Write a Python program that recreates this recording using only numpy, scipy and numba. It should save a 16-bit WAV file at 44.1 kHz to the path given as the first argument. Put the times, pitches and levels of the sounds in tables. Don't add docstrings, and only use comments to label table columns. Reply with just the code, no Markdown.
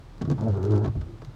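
import sys
import numpy as np
from scipy import signal
from scipy.fft import rfft, irfft
from scipy.io import wavfile
from scipy.ndimage import uniform_filter1d
from numba import njit

SR = 44100
rng = np.random.default_rng(int(sys.argv[2]) if len(sys.argv) > 2 else 0)


def dump_mix(stems):
    frames = np.atleast_2d(stems).T
    limited = np.clip(frames, -1, 1)
    pcm = np.round(limited * 32767).astype(np.int16)
    wavfile.write(sys.argv[1], SR, pcm)


N = 59535
T = np.arange(N) / SR
# (frequency [Hz], relative level [dB])
TICK_COLOUR = [(300, -41.5), (1200, 13.5), (2500, 3.5), (4000, 5), (6500, -2.5), (8500, -13.5),
               (11000, -19.5), (16000, -37.5)]


def amp(db):
    return 10 ** (np.asarray(db) / 20)


def unit(x):
    return x / np.sqrt(np.mean(x ** 2) + 1e-20)


def add(mix, start_s, sound):
    part = mix[max(round(start_s * SR), 0):][:len(sound)]
    part += sound[:len(part)]


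def colour(x, spectrum, size=8192):
    points_hz, db = np.transpose(spectrum)
    hz = abs(np.fft.fftfreq(size, 1 / SR))
    log_gain = np.log(amp(np.interp(np.log(hz + 1), np.log(points_hz + 1), db)))
    minimum_phase = np.exp(np.conj(signal.hilbert(log_gain)))
    taps = np.fft.ifft(minimum_phase).real[:size // 2]
    return signal.fftconvolve(x, taps / np.linalg.norm(taps))[:len(x)]


def noise(spectrum, preroll=4096):
    return unit(colour(rng.standard_normal(N + preroll), spectrum)[preroll:])


def drift(hz):
    f = np.fft.rfftfreq(N, 1 / SR)
    return unit(irfft(rfft(rng.standard_normal(N)) * np.exp(-(f / hz) ** 2), N))


def cycles(hz, waver, waver_hz):
    return np.cumsum(hz * (1 + waver * drift(waver_hz))) / SR


def tone(turns, db):
    return np.sqrt(2) * amp(db) * np.sin(2 * np.pi * turns)


def decay(t60):
    return np.exp(-np.log(1000) * T / t60)


def burst(t60, size=14000):
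    shape = decay(t60)[:size]
    return unit(rng.standard_normal(size) * shape) * np.sqrt(np.mean(shape ** 2))


def ringing(modes):
    return sum(amp(db) * decay(t60) * np.sin(2 * np.pi * hz * T) for hz, db, t60 in modes)


@njit
def smooth(x, keep):
    y = x.copy()
    for i in range(1, len(x)):
        y[i] += keep[i] * (y[i - 1] - x[i])
    return y


def resonate(x, hz, width_hz):
    carrier = np.exp(2j * np.pi * np.cumsum(hz) / SR)
    return 2 * (carrier * smooth(x / carrier, np.exp(-np.pi * abs(width_hz) / SR))).real


def low_cut(x, hz):
    return signal.lfilter(*signal.butter(2, hz, "highpass", fs=SR), x)


def roughen(clean, rough, share):
    return np.sqrt(1 - share) * unit(clean) + np.sqrt(share) * unit(rough)


def curves(table):
    times, *columns = np.transpose(table)
    return [np.interp(T, times, column) for column in columns]


def idle():
    # (pitch [Hz], rms level [dB])
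    orders = [(37.5, -50), (112, -64.5)]
    # (frequency [Hz], relative level [dB])
    cabin_colour = [(15, -22.5), (28, -5), (42, -2), (55, -0.5), (75, 1.5), (130, 2), (220, -8), (330, -12),
                    (500, -15.5), (900, -17.5), (1250, -19.5), (1600, -24.5), (2500, -29.5), (4000, -30.5),
                    (8000, -42), (16000, -54)]
    throb = np.zeros(N)
    for hz, db in orders:
        swaying_db = db + 2.5 * drift(6)
        throb += tone(cycles(hz, waver=.04, waver_hz=12), swaying_db)
    return throb + amp(-47.5) * noise(cabin_colour)


def motor():
    # (time [s], hum level [dB], swish level [dB])
    faders = [(0, -62, -54), (.12, -75, -71), (.19, -43.5, -51), (.4, -38.5, -41.5), (.92, -37, -57.5),
              (1.03, -38, -47), (1.13, -52.5, -52.5), (1.25, -49.5, -57.5), (1.35, -49.5, -64)]
    # (frequency [Hz], relative level [dB])
    swish_colour = [(100, 1), (330, 10), (600, -8.5), (1200, -20), (2200, -45), (4500, -32), (8000, -38),
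                    (16000, -63)]
    hum_db, swish_db = curves(faders)
    turns = cycles(hz=117.37, waver=.0637, waver_hz=24.5)
    hum = tone(turns, hum_db + 5 * drift(33))
    return hum + amp(swish_db) * noise(swish_colour)


def snaps():
    # (time [s], level [dB])
    cues = [(0.1813, -47), (.2174, -44), (0.3005, -37), (.315, -36.5), (.41, -40.5), (0.485, -44.5),
            (0.5722, -45), (.630, -37.5), (.641, -42), (.652, -37), (0.709, -37.5), (.7208, -37),
            (.7596, -39.5), (0.779, -39), (1.2487, -40)]
    # (frequency [Hz], relative level [dB])
    snap_colour = [(300, -34.5), (1200, 4), (2500, -2), (4000, 1.5), (6500, 0), (8500, -11), (11000, -23),
                   (16000, -27)]
    ticks, slaps = np.zeros((2, N))
    for start, db in cues:
        tick = burst(t60=.0024)
        tail = amp(-18) * burst(t60=.073)
        add(ticks, start, amp(db) * (tick + tail))
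        add(slaps, start, amp(db + 4) * burst(t60=.026))
    glass = resonate(slaps, hz=np.full(N, 1230), width_hz=np.full(N, 350))
    return colour(ticks, snap_colour) + glass


def knocks(size=14000):
    # (time [s], arm ring [dB], clatter [dB], click [dB], clatter low-pass [Hz])
    cues = [(0.2124, -29, -36, -48.5, 4040), (0.2171, -23.5, -42.5, -39.5, 6000),
            (0.2216, -30, -39.5, -48.5, 4000), (0.2512, -35, -38, -49, 5970), (.276, -23, -37.5, -57, 1040),
            (0.3004, -24, -31, -42.5, 3980), (.3148, -32, -34.5, -46, 3870),
            (0.323, -24.5, -41, -46.5, 2000), (.388, -48, -45, -58.5, 1240),
            (0.4103, -30.5, -45, -55, 2000), (0.8454, -43, -29.5, -49, 4998),
            (.8484, -26.5, -33.5, -49, 3000), (.859, -33, -34, -46, 3000), (0.8607, -60, -40.5, -49, 3050),
            (.877, -28.5, -32.5, -48, 1470), (.953, -56, -39.5, -59, 800), (.962, -31, -42.5, -63, 500),
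            (1.0103, -54, -50.5, -52, 6000), (1.015, -56, -46, -50, 5720), (1.096, -49, -47, -80, 610),
            (1.219, -44.5, -44, -51.5, 4040), (1.2206, -54, -48, -60, 4000)]
    # (pitch [Hz], relative level [dB], t60 [s])
    arm_modes = [(94.4, -1, 0.072), (149.1, 5, 0.2), (178.5, 6, 0.076), (222.4, 1.5, 0.099),
                 (254.7, 3, 0.084), (332.4, -2, .13), (411.5, -12, 0.065)]
    # (pitch [Hz], relative level [dB], t60 [s])
    frame_modes = [(634, -7, 0.073), (1117, -8, 0.076), (1287, -13, 0.041), (1545, -13.5, 0.051),
                   (1690, -23, .05)]
    # (frequency [Hz], relative level [dB])
    clatter_colour = [(100, -11.5), (250, 6.5), (420, 12.5), (500, 6), (620, 3.5), (780, 3.5), (950, -0.5),
                      (1130, -6.5), (1350, -4), (1650, -11.5), (2100, -23), (4000, -21), (16000, -74)]
    attack_s = .004
    arm = (1 - np.exp(-T / attack_s)) * ringing(arm_modes)
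    frame = ringing(frame_modes)
    body, clicks = np.zeros((2, N))
    for start, ring_db, clatter_db, click_db, top_hz in cues:
        clatter = colour(burst(t60=.092), clatter_colour) + frame[:size]
        clatter = signal.lfilter(*signal.butter(2, top_hz, fs=SR), clatter)
        add(body, start, amp(ring_db) * arm[:size] + amp(clatter_db) * clatter)
        add(clicks, start, amp(click_db) * burst(t60=.038))
    return low_cut(body, hz=75) + colour(clicks, TICK_COLOUR)


def thumps_and_rub():
    # (time [s], pitch [Hz], level [dB], attack [s], t60 [s])
    cues = [(0.22, 99.7, -27, 0.021, 0.18), (0.289, 143.8, -13, .035, 0.14),
            (.292, 254, -28.5, 0.035, 0.056), (.845, 129.2, -21.5, 0.058, 0.075),
            (0.847, 81.5, -23.5, 0.05, .06), (0.967, 84.5, -23.5, 0.0143, 0.34),
            (0.964, 53.7, -25.5, 0.0054, 0.35), (0.974, 119.5, -26.5, 0.0033, 0.13),
            (1.085, 338.3, -39.5, 0.0083, 0.32)]
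    mix = np.zeros(N)
    for start, hz, db, attack_s, t60 in cues:
        swell = np.minimum(T / attack_s, 1)
        release = np.exp(-np.log(1000) * np.maximum(T - attack_s, 0) / t60)
        add(mix, start, amp(db) * swell * release * np.sin(2 * np.pi * hz * T))
    return mix


def rubber_lip(slips, turns, scatter):
    # (time [s], pitch [Hz], first-stage width [Hz], level [dB], roughness [0-1])
    moves = [(.385, 680, 395, -47.5, 0.56), (.43, 584, 243, -44.5, 0.2), (.475, 583, 161, -31.5, 0),
             (.52, 483, 100, -49.5, 0.1), (.565, 406.5, 51.5, -35.5, 0.02), (.61, 367, 43.2, -39.5, 0.08),
             (.665, 401, 111.4, -31, 0.33), (.72, 353, 49.3, -30.5, 0), (.76, 347, 50, -30.5, .15),
             (.80, 343, 50.6, -34, 0), (.842, 345, 59.3, -30, 0.1)]
    hz, width_hz, db, roughness = curves(moves)
    limp_depth, upright_s = .93, .56
    limping = slips * (1 + limp_depth * (T > upright_s) * (-1) ** np.floor(turns))
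    ring = roughen(limping, scatter, roughness)
    for widening in (1, 2, 2):
        ring = resonate(ring, hz, widening * width_hz)
    running_rms = np.sqrt(abs(uniform_filter1d(ring ** 2, size=2200)) + 1e-12)
    return low_cut(amp(db) * ring / running_rms, hz=193)


def judder():
    # (time [s], slip rate [Hz], harmonics 1-4 [dB each],
    # glass slap [dB], water fizz [dB])
    moves = [(.385,94.5,-33,-40,-40.5,-56,-46.5,-61.5), (.412,107,-32.5,-37.5,-43.5,-71,-43.5,-74),
             (.44,108.5,-23,-28.5,-49.5,-38,-40,-57.5), (.472,115,-30.5,-26,-36,-36,-49.5,-71),
             (.502,102.7,-21,-38,-38,-35,-42,-59), (.53,97,-22.5,-34,-49,-48,-47.5,-59.5),
             (.562,98.4,-27.5,-43,-54,-30,-41.5,-62), (.605,90,-32,-40.5,-39,-29,-44.5,-78),
             (.64,95.7,-25,-35.5,-53.5,-38,-40,-69), (.668,101.8,-27,-37,-43,-23,-39,-58),
             (.69,103,-26.5,-44,-28,-48,-43,-62.5), (.718,107.4,-19,-36.5,-25.5,-28,-37,-60),
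             (.765,101.3,-20.5,-31,-29,-34.5,-39.5,-54), (.805,104.5,-22.5,-46.5,-36,-34,-41,-89),
             (.842,109.7,-24.5,-31,-29,-48,-41,-55)]
    trims = [0, 0, -1, -1]
    slap_trim_db, fizz_trim_db, slip_spread_db = 1.5, .5, 3
    fade_s, slap_t60, fizz_decay_cycles = .019, .055, .48
    slip_hz, *harmonics, slap_db, fizz_db = curves(moves)
    turns = cycles(slip_hz, waver=.008, waver_hz=90)
    swing = np.zeros(N)
    for k, db in enumerate(harmonics):
        flutter_db = .5 * k * drift(71)
        swing += tone((k + 1) * turns, db + trims[k] + flutter_db)

    slips = np.diff(np.floor(turns), prepend=0)
    slips *= amp(slip_spread_db * rng.standard_normal(N))
    scatter = signal.fftconvolve(slips, decay(slap_t60))[:N] * rng.standard_normal(N)
    lip = rubber_lip(slips, turns, scatter)

    # (frequency [Hz], relative level [dB])
    glass_colour = [(50, -43), (150, -22), (330, 1), (520, 5), (680, 1.5), (800, -5), (950, -8.5),
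                    (1300, -7.5), (1650, -18.5), (2100, -45.5), (4000, -47), (16000, -65)]
    buzz = signal.fftconvolve(slips, burst(slap_t60))[:N]
    slap = colour(roughen(buzz, scatter, share=.35), glass_colour)
    slap = amp(slap_db + slap_trim_db) * unit(slap)
    spray = np.exp(-(turns % 1) / fizz_decay_cycles) * noise(TICK_COLOUR)
    fizz = amp(fizz_db + fizz_trim_db) * unit(spray)

    fade_in = np.clip((T - moves[0][0]) / fade_s + 1, 0, 1)
    fade_out = np.clip((moves[-1][0] - T) / fade_s + 1, 0, 1)
    return fade_in * fade_out * (swing + lip + slap + fizz)


def scene():
    return (idle() + motor() + snaps() + knocks() + thumps_and_rub() + judder())[None]


def record(dry):
    cutoff_hz = 16200
    taps = signal.firwin(511, cutoff_hz, window=("kaiser", 9), fs=SR)
    return signal.oaconvolve(dry, taps[None], "same")


dry = scene()
out = record(dry)
dump_mix(out)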